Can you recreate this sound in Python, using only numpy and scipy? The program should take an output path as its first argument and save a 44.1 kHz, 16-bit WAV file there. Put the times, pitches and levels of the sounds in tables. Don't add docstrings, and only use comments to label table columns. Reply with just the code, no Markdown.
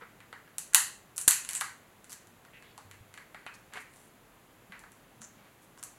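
import sys
import numpy as np
from scipy import signal
from scipy.fft import rfft, irfft
from scipy.io import wavfile

SR = 44100
rng = np.random.default_rng(int(sys.argv[2]) if len(sys.argv) > 2 else 0)


def dump(signal):
    limited = np.clip(np.atleast_2d(signal).T, -1, 1)
    pcm = np.round(limited * 32767).astype(np.int16)
    wavfile.write(sys.argv[1], SR, pcm)


N = 263717

# f/Hz, relative level/dB
ROOM_TONE = [(20, -23), (42, -5.5), (65, -14.5), (105, -4), (230, -6.5), (480, -10), (1000, -12),
             (2000, -16), (3500, -22), (5400, -29.5), (7200, -24), (8600, -29.5), (10800, -24),
             (16000, -30)]
# delay/s, relative level/dB
REFLECTIONS = [(.001, -16), (.0022, -13.5), (.0056, -12), (.0083, -19), (.0095, -18), (0.0101, -16.5)]
# f/Hz, relative level/dB
TAIL_COLOUR = [(100, -15), (550, -6.5), (950, 1.5), (1400, -1), (1950, 3), (2600, 2), (3400, -7),
               (4300, -1), (5400, -2), (6800, -0.5), (8500, -4.5), (11000, -1), (13200, -2.5), (15000, 2.5)]
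# f/Hz, t60/s
TAIL_T60 = [(500, .33), (1500, 0.39), (3480, 0.41), (7000, 0.36), (10000, .315), (15000, 0.24)]
# t/s, level/dB, f/Hz, decay/s
DULL_BUMPS = [(0.02, -46.5, 473, 0.011), (0.328, -49, 486, 0.0058), (1.278, -4.5, 132.6, 0.00032),
              (2.85, -55, 98, 0.17), (3.008, -44.5, 104.2, .016), (3.3455, -46.5, 668, 0.0055),
              (3.464, -37, 646, 0.0012), (3.755, -51.5, 430, 0.04), (3.773, -39.5, 740, 0.0075),
              (4.698, -48.5, 192.7, 0.019), (5.204, -50, 223, 0.028), (5.37, -53.5, 203, 0.037)]
# t/s, length/s, level/dB, f/Hz, width/octaves
SHELL_SCRAPES = [(0.0, 0.046, -53, 1330, 0.97), (.728, 0.013, -49, 1620, 0.65),
                 (1.164, 0.077, -44, 9000, 0.25), (1.538, 0.051, -37.5, 8140, 0.29),
                 (1.611, 0.013, -34, 1230, 0.7), (2.095, 0.05, -52, 7500, 1.5),
                 (2.525, 0.067, -58.5, 2220, 0.6), (2.615, 0.13, -68.5, 3200, 0.69),
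                 (3.463, 0.024, -50, 2628, 0.37), (3.535, 0.026, -59, 5960, 1.36),
                 (3.718, 0.06, -51, 1400, 1.56), (3.755, 0.037, -49, 1830, 1.3),
                 (3.73, 0.11, -62.5, 8520, 0.95), (3.87, 0.25, -69, 9050, 0.71),
                 (4.705, 0.094, -60, 1707, 1), (5.205, 0.056, -54, 6770, 0.35),
                 (5.34, 0.18, -69, 1615, 1.8), (5.61, 0.052, -67, 9430, 1.1),
                 (5.78, 0.025, -60.5, 7070, 0.88)]
# t/s, length/s, hollow level/dB, edge level/dB
TICK_RUNS = [(1.178, .07, -48, -24), (1.492, .1, -30.5, -21), (3.93, .1, -45.5, -41.5),
             (4.731, .045, -31, -51.5)]
# pitch ratio, width/octaves, level/dB
HOLLOW_MODES = [(1.04, 0.77, 2), (0.56, 0.68, -8.5), (0.43, 0.96, -19.5)]
# f/Hz, width/octaves, level/dB
WALL_MODES = [(2660, 0.44, 0), (4165, 0.48, 1)]
# pitch ratio, width/octaves, level/dB
EDGE_MODES = [(.84, 0.47, -1), (1.19, 0.57, 1.5)]
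# t/s, hollow level/dB, hollow f/Hz, edge level/dB
SHELL_CRACKS = [(0.0198, -27, 1600, -56), (0.2034, -29, 1830, -41), (0.3275, -18.5, 1530, -35.5),
                (0.476, -33.5, 1440, -69), (0.5827, -25, 1580, -7), (0.7346, -28, 1490, -14),
                (0.7464, 0.9, 1670, 13), (1.162, -55, 1390, -25), (1.1675, -54, 1400, -19),
                (1.1796, -23, 1390, -6), (1.2136, -38, 1650, -10.5), (1.2785, -4.5, 1560, 8),
                (1.2815, -14, 1650, 9.5), (1.3092, -11, 1980, 2), (1.4488, -26.5, 1770, -18),
                (1.4897, -19.5, 1980, -9), (1.5091, -27, 1870, -16), (1.5326, -29, 1850, -13),
                (1.5512, -20.5, 1850, -9.5), (1.6058, -35, 1400, -15), (1.6101, -9, 1640, -8),
                (2.0434, -36.5, 1550, -30), (2.0954, -36, 1300, -28), (2.1196, -32.5, 1630, -22.5),
                (2.1283, -30, 1700, -21), (2.2711, -42.5, 1280, -36), (2.4498, -31.5, 1590, -41.5),
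                (2.624, -30.5, 1875, -39), (2.7778, -23, 1060, -28), (2.9121, -28, 1900, -29.5),
                (3.1401, -28, 1840, -30.5), (3.1757, -22, 1720, -31.5), (3.3456, -20, 1590, -38.5),
                (3.4641, -17, 1400, -33), (3.5363, -34.5, 1230, -47), (3.7358, -23, 1580, -26.5),
                (3.7724, -19, 1730, -38.5), (4.7213, -22, 1640, -40), (4.7929, -41, 1510, -30.5),
                (4.8371, -26.5, 1330, -49), (4.919, -47, 1180, -33), (5.217, -29.5, 1350, -26.5),
                (5.7757, -32.5, 1240, -38), (5.828, -27, 1214, -19), (5.8365, -53, 1380, -15.5)]


def amp(db):
    return 10 ** (np.asarray(db) / 20)


def unit(x):
    return x / np.sqrt(np.sum(x ** 2) + 1e-20)


def read(points, hz):
    f, value = np.transpose(points)
    return np.interp(np.log(hz + 1), np.log(f + 1), value)


def add(mix, s, sound):
    part = mix[max(round(s * SR), 0):][:len(sound)]
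    part += sound[:len(part)]


def resonate(x, hz, octaves):
    edges = np.clip(hz * 2 ** (np.array([-.5, .5]) * octaves), 20, .48 * SR)
    return signal.lfilter(*signal.butter(2, edges, "band", fs=SR), x)


def room_tone(rms_db=-59.5):
    hz = np.fft.rfftfreq(N, 1 / SR)
    noise = irfft(rfft(rng.standard_normal(N)) * amp(read(ROOM_TONE, hz)), N)
    return amp(rms_db) * np.sqrt(N) * unit(noise)


def room_response(gap_s=0.00073, build_s=0.0053, scatter_s=0.0015, echoes_db=1.56, tail_db=1.0):
    t = np.arange(SR // 2) / SR
    taps = rng.choice([-1., 1.], len(t)) * (rng.random(len(t)) < 12000 / SR)
    taps /= np.linalg.norm(taps[:1200])
    hz, frame_s, bands = signal.stft(taps, SR, nperseg=256)
    decay = np.exp(-np.log(1000) * frame_s / read(TAIL_T60, hz)[:, None])
    bands *= amp(read(TAIL_COLOUR, hz)[:, None]) * decay
    tail = signal.istft(bands, SR, nperseg=256)[1][:len(t)]
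    build_up = 1 - np.exp(-np.maximum(t - gap_s, 0) / build_s)
    response = amp(tail_db) * tail * build_up
    for delay, db in REFLECTIONS:
        scatter = unit(rng.standard_normal(len(t)) * np.exp(-t / scatter_s))
        add(response, delay, amp(db + echoes_db) * scatter)
    return response


def bump(db, hz, decay_s):
    t = np.arange(SR // 2) / SR
    return amp(db) * np.sin(2 * np.pi * hz * t) * np.exp(-t / decay_s)


def scrape(length_s, db, hz, octaves, slips_per_s=1100, spread_db=2.0):
    count = int(length_s * SR)
    sizes = amp(spread_db * np.minimum(rng.exponential(1, count), 4)) * rng.choice([-1, 1], count)
    slips = sizes * (rng.random(count) < slips_per_s / SR) * signal.windows.tukey(count, .5)
    rasp = resonate(np.pad(slips, (0, count)), hz, octaves)
    return amp(db) * np.sqrt(count) * unit(rasp)


def tick_run(start_s, length_s, hollow_db, edge_db, ticks_per_s=60, spread_db=4, hollow_hz=1610):
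    slots = np.arange(16)
    delays = (slots + rng.random(len(slots))) / ticks_per_s
    strengths_db = spread_db * rng.standard_normal(len(slots))
    return [(start_s + s, hollow_db + db, hollow_hz, edge_db + db)
            for s, db in zip(delays, strengths_db) if s < length_s]


def fracture(grit, run_s, smear_s=.0011):
    t = np.arange(512) / SR
    push = grit * unit(rng.standard_normal(len(t)) * np.exp(-t / run_s))
    push[0] = 1
    hz = np.fft.rfftfreq(len(t), 1 / SR)
    lag_s = smear_s * (1 - hz / hz[-1]) ** 2
    phase = 2 * np.pi * np.cumsum(lag_s) * hz[1]
    return irfft(rfft(push) * np.exp(-1j * phase), len(t))


def ring(push, modes, pitch=1):
    return unit(sum((-1) ** k * amp(db) * unit(resonate(push, hz * pitch, octaves))
                    for k, (hz, octaves, db) in enumerate(modes)))


def crack(hollow_db, hollow_hz, edge_db, grit, wall_loss_db=5.5):
    wall_db = (hollow_db + edge_db) / 2 - wall_loss_db
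    edge_hz = 8500 + 13.5 * edge_db
    hollow = ring(fracture(grit, run_s=0.0043), HOLLOW_MODES, hollow_hz)
    wall = ring(fracture(grit, run_s=0.00017), WALL_MODES)
    edge = ring(fracture(grit, run_s=0.00025), EDGE_MODES, edge_hz)
    return amp(hollow_db) * hollow + amp(wall_db) * wall + amp(edge_db) * edge


def scene(path_count=4, scrape_send_db=-3.5, crack_send_db=0.2, mic_top_hz=13400):
    floor = room_tone()
    paths = [room_response() for _ in range(path_count)]
    direct, sends = np.zeros(N), np.zeros((path_count, N))
    for s, *thud in DULL_BUMPS:
        add(direct, s, bump(*thud))
    for k, (s, *slips) in enumerate(SHELL_SCRAPES):
        rasp = scrape(*slips)
        add(direct, s, rasp)
        add(sends[k % path_count], s, amp(scrape_send_db) * rasp)
    ticks = [tick for run in TICK_RUNS for tick in tick_run(*run)]
    for k, (s, *shell) in enumerate(SHELL_CRACKS + ticks):
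        add(direct, s, crack(*shell, grit=0.92))
        add(sends[k % path_count], s, amp(crack_send_db) * crack(*shell, grit=0.13))
    reverb = sum(signal.oaconvolve(send, path)[:N] for send, path in zip(sends, paths))
    at_mic = signal.lfilter(*signal.butter(2, mic_top_hz, fs=SR), direct + reverb)
    return (at_mic + floor)[None]


def record(dry, cutoff_hz=16200):
    clipped = np.clip(dry, -1, 1)
    low_pass = signal.firwin(255, cutoff_hz, window=("kaiser", 8), fs=SR)
    return signal.oaconvolve(clipped, low_pass[None], "same")


dry = scene()
out = record(dry)
dump(out)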